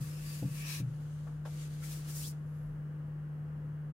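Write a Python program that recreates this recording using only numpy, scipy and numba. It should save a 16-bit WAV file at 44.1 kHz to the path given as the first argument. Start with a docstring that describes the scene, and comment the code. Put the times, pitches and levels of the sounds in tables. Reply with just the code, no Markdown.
"""Hands in a small wooden workshop

A hand sweeps out and back over a smooth board, which knocks softly on the bench. The hand pats
and brushes clothing, then the palms rub together, the hollow between them closing as they part.
Each rub is a hiss of many tiny slips. A motor hums throughout; all falls silent just before the end."""
import sys
import numpy as np
from scipy import signal
from scipy.fft import rfft, irfft
from scipy.io import wavfile
from scipy.ndimage import uniform_filter1d
from numba import njit

SR = 44100
rng = np.random.default_rng(int(sys.argv[2]) if len(sys.argv) > 2 else 0)


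def unload_wav(signal):
    """Save mono or channel-first audio to the path in sys.argv[1] as 16-bit WAV at rate SR, clipped to [-1, 1]."""
    wavfile.write(
        sys.argv[1],
        SR,
        np.round(np.clip(np.atleast_2d(signal).T, -1, 1) * 32767).astype(np.int16),
    )


N = 176400  # 4 s


def undb(db):
    """Turn decibels into a factor to multiply by."""
    return 10 ** (np.asarray(db) / 20)


def unit(x):
    """Scale to an average (rms) level of 1."""
    return x / np.sqrt(np.mean(x ** 2))


def clock():
    """The time of every sample, in seconds."""
    return np.arange(N) / SR


def colour(x, points):
    """Shape the tone with a curve of (f/Hz, level/dB) points."""
    hz, db = np.array(points, float).T
    bin_hz = np.maximum(np.fft.rfftfreq(N, 1 / SR), 1)
    curve_db = np.interp(np.log(bin_hz), np.log(hz), db)
    return irfft(rfft(x) * undb(curve_db), N)


def keep_side(x, hz, kind):
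    """Keep the "low" or the "high" side of a frequency, with a gentle slope."""
    return signal.sosfilt(signal.butter(2, hz, kind, fs=SR, output="sos"), x)


@njit
def band_pass(x, hz, width):
    """Keep a band around a moving frequency; width is a fraction of that frequency."""
    out, band_state, low_state = np.empty(len(x)), 0., 0.
    for i in range(len(x)):
        step = np.tan(np.pi * hz[i] / SR)
        band = (band_state + step * (x[i] - low_state)) / (1 + step * (step + width))
        band_state = 2 * band - band_state
        low_state += 2 * step * band
        out[i] = width * band
    return out


def resonate(x, hz, width):
    """A resonance: band-pass each channel twice, then scale to level 1."""
    hz, width = hz * np.ones(N), float(width)
    return unit(np.array([band_pass(band_pass(channel, hz, width), hz, width) for channel in x]))


def wander(rate_hz):
    """A smooth random curve that strays about 1 either side of zero."""
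    hold = int(SR / rate_hz)
    steps = np.repeat(rng.standard_normal(N // hold + 1), hold)
    return 1.3 * uniform_filter1d(uniform_filter1d(steps, hold), hold)[:N]


def level_curve(times, db):
    """Join levels over time, fading quickly before the first and after the last."""
    t = clock()
    outside_s = np.maximum(times[0] - t, 0) + np.maximum(t - times[-1], 0)
    return undb(np.interp(t, times, db)) * np.exp(-outside_s / 0.0084)


def pan(x, left_db):
    """Make the left channel left_db louder than the right."""
    return x * undb(np.array([[left_db], [-left_db]]) / 2)


def friction():
    """Rubbing: tiny slips of uneven size, different on each side, under a fluttering pressure."""
    slips_per_s, spread_db, flutter_db = 12000, 1, 0.76
    slips = (rng.random((2, N)) < slips_per_s / SR) * rng.standard_normal((2, N))
    size = undb(spread_db * np.minimum(rng.exponential(size=N), 4))
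    return np.sqrt(2) * unit(slips * size) * undb(flutter_db * wander(70))


def motor_hum():
    """A motor hums with a few low tones, each wavering a little in level and pitch."""
    # the motor's tones: f/Hz, rms level/dB, waver/dB
    tones = [(150.3, -40.5, 0.04), (37.5, -61, 4), (113.3, -67.5, -3.5), (309.5, -71.5, 3), (498.4, -73, 2)]
    out = 0
    for hz, db, waver_db in tones:
        level = np.sqrt(2) * undb(db + waver_db * wander(11))
        phase = 2 * np.pi * (hz * clock() + rng.random()) + 0.04 * waver_db * wander(7.8)
        out = out + level * np.sin(phase)
    return out


def room_air():
    """A dull rush of air, wider between left and right in the treble than in the bass."""
    # tone of the air: f/Hz, level/dB
    air_tone = [(22, -33), (38, -1), (50, -10), (75, 2.5), (120, 0), (190, -2), (240, -8), (310, -9),
                (390, -12.5), (500, -12.5), (700, -20), (1000, -21.5), (1350, -20), (1800, -23.5),
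                (2100, -31), (2500, -35.5), (2900, -33.5), (3700, -45), (8500, -47.5), (12500, -44),
                (13600, -55), (15500, -46)]
    # stereo width: f/Hz, level of side against mid/dB
    side_tone = [(40, -12.5), (150, -24), (300, -11), (600, -3.5), (1200, -1), (3000, -0.5)]
    mid = rng.standard_normal(N)
    side = colour(rng.standard_normal(N), side_tone)
    air = unit(colour(np.array([mid + side, mid - side]), air_tone))
    return air * undb(-53 + .5 * wander(4.58))


def wooden_walls(x):
    """Close wooden walls add a short blur of echoes."""
    t60_s, echo_db = 0.07, -4  # t60 is the time to fade by 60 dB
    age = np.arange(SR // 3) / SR
    tail = rng.standard_normal((2, len(age))) * undb(-60 * age / t60_s) * (age > .003)
    tail /= np.sqrt(np.sum(tail ** 2, axis=1, keepdims=True))
    return x + undb(echo_db) * signal.fftconvolve(x, tail, axes=1)[:, :N]


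def sleeve_swishes():
    """Wool swishes faintly as the sleeves shift."""
    # swishes: loudest t/s, half length/s, f/Hz, width as a fraction of f, level/dB
    swishes = [(0.97, .05, 10400, .35, -79), (1.12, .07, 6350, .14, -78), (1.13, .04, 8450, .14, -79),
               (1.1, .18, 3000, .2, -78), (2.57, .11, 11200, .28, -77.5)]
    out = 0
    for peak, half_length, hz, width, db in swishes:
        swell = undb(db) / (1 + ((clock() - peak) / half_length) ** 2)
        out = out + resonate(friction(), hz, width) * swell
    return out


def cloth_brush():
    """The hand and knitted sleeves brush the body with a soft hiss."""
    # strength of the brushing: t/s, level/dB
    strokes = [(0.8, -72.5), (0.98, -72), (1.29, -72), (1.36, -77), (1.442, -81), (1.456, -61.5),
               (1.51, -63.5), (1.63, -56), (1.68, -63.5), (1.8, -64), (1.9, -66), (2.35, -74.5),
               (2.41, -81), (2.62, -79.5), (2.85, -96.5), (3.2, -100)]
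    # tone of rubbed cloth: f/Hz, level/dB
    cloth_tone = [(1290, -8), (2200, -2), (2470, -4.5), (3260, -3), (5670, -5.5), (6410, -2.5),
                  (8470, -6.5), (11300, -6), (15500, -18)]
    times, db = np.array(strokes).T
    hiss = keep_side(colour(friction(), cloth_tone), 1100, "high")
    return unit(hiss) * level_curve(times, db + 1)


def cloth_pats():
    """A hand lands on cloth, making short dull bursts of noise."""
    # pats: t/s, level/dB, treble cut-off f/Hz
    pats = [(1.266, -50.5, 1900), (1.449, -45, 6000)]
    # tone of a pat: f/Hz, level/dB
    pat_tone = [(200, -19), (480, 4.5), (780, 4), (920, 1.5), (1100, -5), (1350, -2), (1900, -13),
                (2700, -17), (5000, -20.5), (12000, -27)]
    attack_s, t60_s = 0.0078, 0.098
    out = 0
    for start, db, top_hz in pats:
        age = clock() - start
        rise = np.clip(age / attack_s, 0, 1)
        fall = undb(db - 60 * np.maximum(age - attack_s, 0) / t60_s)
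        noise = rng.standard_normal(N) + 0.52 * rng.standard_normal((2, N))  # mostly centred
        burst = keep_side(colour(noise, pat_tone), top_hz, "low")
        out = out + unit(burst) * rise * fall
    return out


def board_knocks():
    """The board rocks on the bench and rings, duller for a soft contact; it wobbles, then settles."""
    # knocks: t/s, level/dB, contact cut-off f/Hz, wobble f/Hz, wobble length/s, settling t60/s
    knocks = [(0.0, -35, 156, 129.6, 0.031, 0.1), (0.4238, -31, 526, 132, 0.034, 0.27),
              (0.445, -40.5, 520, 105.4, 0.014, 0.05), (0.8011, -33, 234, 124.7, 0.073, 0.33)]
    # tones the board rings with on the bench: f/Hz, level/dB, t60/s
    modes = [(183.4, -1, 0.23), (237, 2, 0.059), (279, -2.5, 0.15), (501, -3, 0.062), (670, -7, 0.061),
             (823, -7.5, 0.055), (1220, -12, 0.046)]
    attack_s = 0.0033
    out = np.zeros(N)
    for start, db, contact_hz, wobble_hz, wobble_s, settle_t60 in knocks:
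        age = np.maximum(clock() - start, 0)
        settle = undb(-60 * np.maximum(age - wobble_s, 0) / settle_t60)
        ring = settle * np.sin(2 * np.pi * wobble_hz * age)
        for hz, mode_db, t60 in modes:
            dulling = np.hypot(1, (hz / contact_hz) ** 2)
            ring += undb(mode_db - 60 * age / t60) * np.sin(2 * np.pi * hz * age) / dulling
        out += undb(db) * ring * (1 - np.exp(-age / attack_s))
    return out


def board_slide():
    """Skin hisses over the wood; resonances come and go as the hand changes how it lies."""
    # strength of the sweep: t/s, level/dB
    sweep = [(0.012, -55), (0.166, -59.5), (0.286, -54), (0.368, -53), (0.446, -61), (0.6, -52.5),
             (0.65, -55.5), (0.67, -49), (0.74, -47), (0.8, -54), (0.828, -83), (0.84, -73)]
    # tone of skin on wood: f/Hz, level/dB
    wood_tone = [(530, -40.5), (900, -21), (978, 3), (1180, 3), (1470, -20), (1690, -2.5), (2220, -7),
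                 (2420, -6), (3070, -11), (5240, -8.5), (9630, -8.5), (11400, -7.5), (15500, -15.5)]
    # resonances of board and hand: start t/s, fade-from t/s, end t/s, f/Hz, width/Hz, level/dB
    # most swell first; two early ones enter abruptly at their start, already fading
    resonances = [(0.24, 0.27, .42, 4730, 380, -62), (0.093, 0.027, 0.33, 5300, 320, -65.5),
                  (0.026, .2, 1, 2680, 460, -67), (0, 0.046, 0.23, 9500, 360, -78),
                  (0.078, 0.07, 0.35, 1530, 430, -69.5), (0.532, 0.696, .83, 2450, 570, -52),
                  (.58, .72, .82, 1850, 530, -58), (.64, .72, .82, 4050, 800, -52.5),
                  (0.605, .73, .82, 5500, 1300, -51.5), (.55, 0.71, 0.86, 975, 170, -65.5)]
    times, db = np.array(sweep).T
    hiss = keep_side(colour(friction(), wood_tone), 2030, "high")
    out = unit(hiss) * level_curve(times, db + 1.5)
    slips = friction()
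    for start, fade_from, end, hz, width_hz, level_db in resonances:
        strength = np.sin(np.pi / 2 * np.interp(clock(), [start, fade_from, end], [0, 1, 0]))
        out += resonate(slips, hz, width_hz / hz) * strength * undb(level_db)
    return out


def palm_rub():
    """Palm slides on palm with a bright hiss and a lower rasp."""
    # strength of the rubbing: t/s, level/dB, rasp against that level/dB
    strokes = [(1.8, -73, 4.5), (1.842, -51.5, -10.5), (1.884, -55.5, -5.5), (1.92, -50, -9),
               (2.032, -64, -2.5), (2.104, -52, -6), (2.136, -55.5, -10), (2.158, -47, -14),
               (2.236, -47.5, -16.5), (2.254, -50, -12), (2.278, -47.5, -21), (2.314, -61.5, -7),
               (2.33, -79, 9), (2.36, -88, -1)]
    # tone of skin on skin: f/Hz, level/dB
    skin_tone = [(1470, -41), (2500, -31), (3070, -5), (3420, -12.5), (4820, -3), (5280, 1.5), (5790, -0.5),
                 (10600, -1), (15500, -6)]
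    times, db, rasp_db = np.array(strokes).T
    hiss = unit(keep_side(colour(friction(), skin_tone), 4100, "high"))
    rasp = resonate(friction(), hz=1840, width=3.5)
    return hiss * level_curve(times, db + 1) + rasp * level_curve(times, db + rasp_db + 2)


def palm_hollow():
    """The hollow between the palms closes, so its resonance rises in pitch."""
    # closings: t/s, length/s, start f/Hz, end f/Hz, level/dB
    closings = [(1.799, 0.051, 1340, 1660, -58), (1.888, 0.043, 2190, 3300, -62),
                (2.162, 0.127, 2400, 5100, -55.5)]
    width, overtone_ratio, overtone_db = .15, 1.33, -1
    out = 0
    for start, length, from_hz, to_hz, db in closings:
        progress = np.clip((clock() - start) / length, 0, 1)
        hz = from_hz * (to_hz / from_hz) ** (progress ** 2)
        slips = friction()
        tone = resonate(slips, hz, width)
        overtone = undb(overtone_db) * resonate(slips, hz * overtone_ratio, 2 * width)
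        swell = np.sin(np.pi * progress ** 2.2)  # loudest late in the closing
        out = out + (tone + overtone) * swell * undb(db)
    return out


def scene():
    """Mix the hands and their echo with the motor, air and knocks, all a little to the left."""
    hands = board_slide() + cloth_brush() + palm_rub() + palm_hollow() + cloth_pats() + sleeve_swishes()
    hands = wooden_walls(hands)
    workshop = motor_hum() + room_air() + board_knocks()
    return pan(hands, left_db=2.5) + pan(workshop, left_db=1.53)


def record(dry):
    """Fade quickly to silence just before the end and remove the highest treble."""
    stop_s, fade_s, top_hz = 3.9, 0.025, 15750
    fade = np.clip(1 - (clock() - stop_s) / fade_s, 0, 1)
    low_pass = signal.ellip(10, .2, 80, top_hz, fs=SR, output="sos")
    return signal.sosfilt(low_pass, dry * fade)


dry = scene()
out = record(dry)
unload_wav(out)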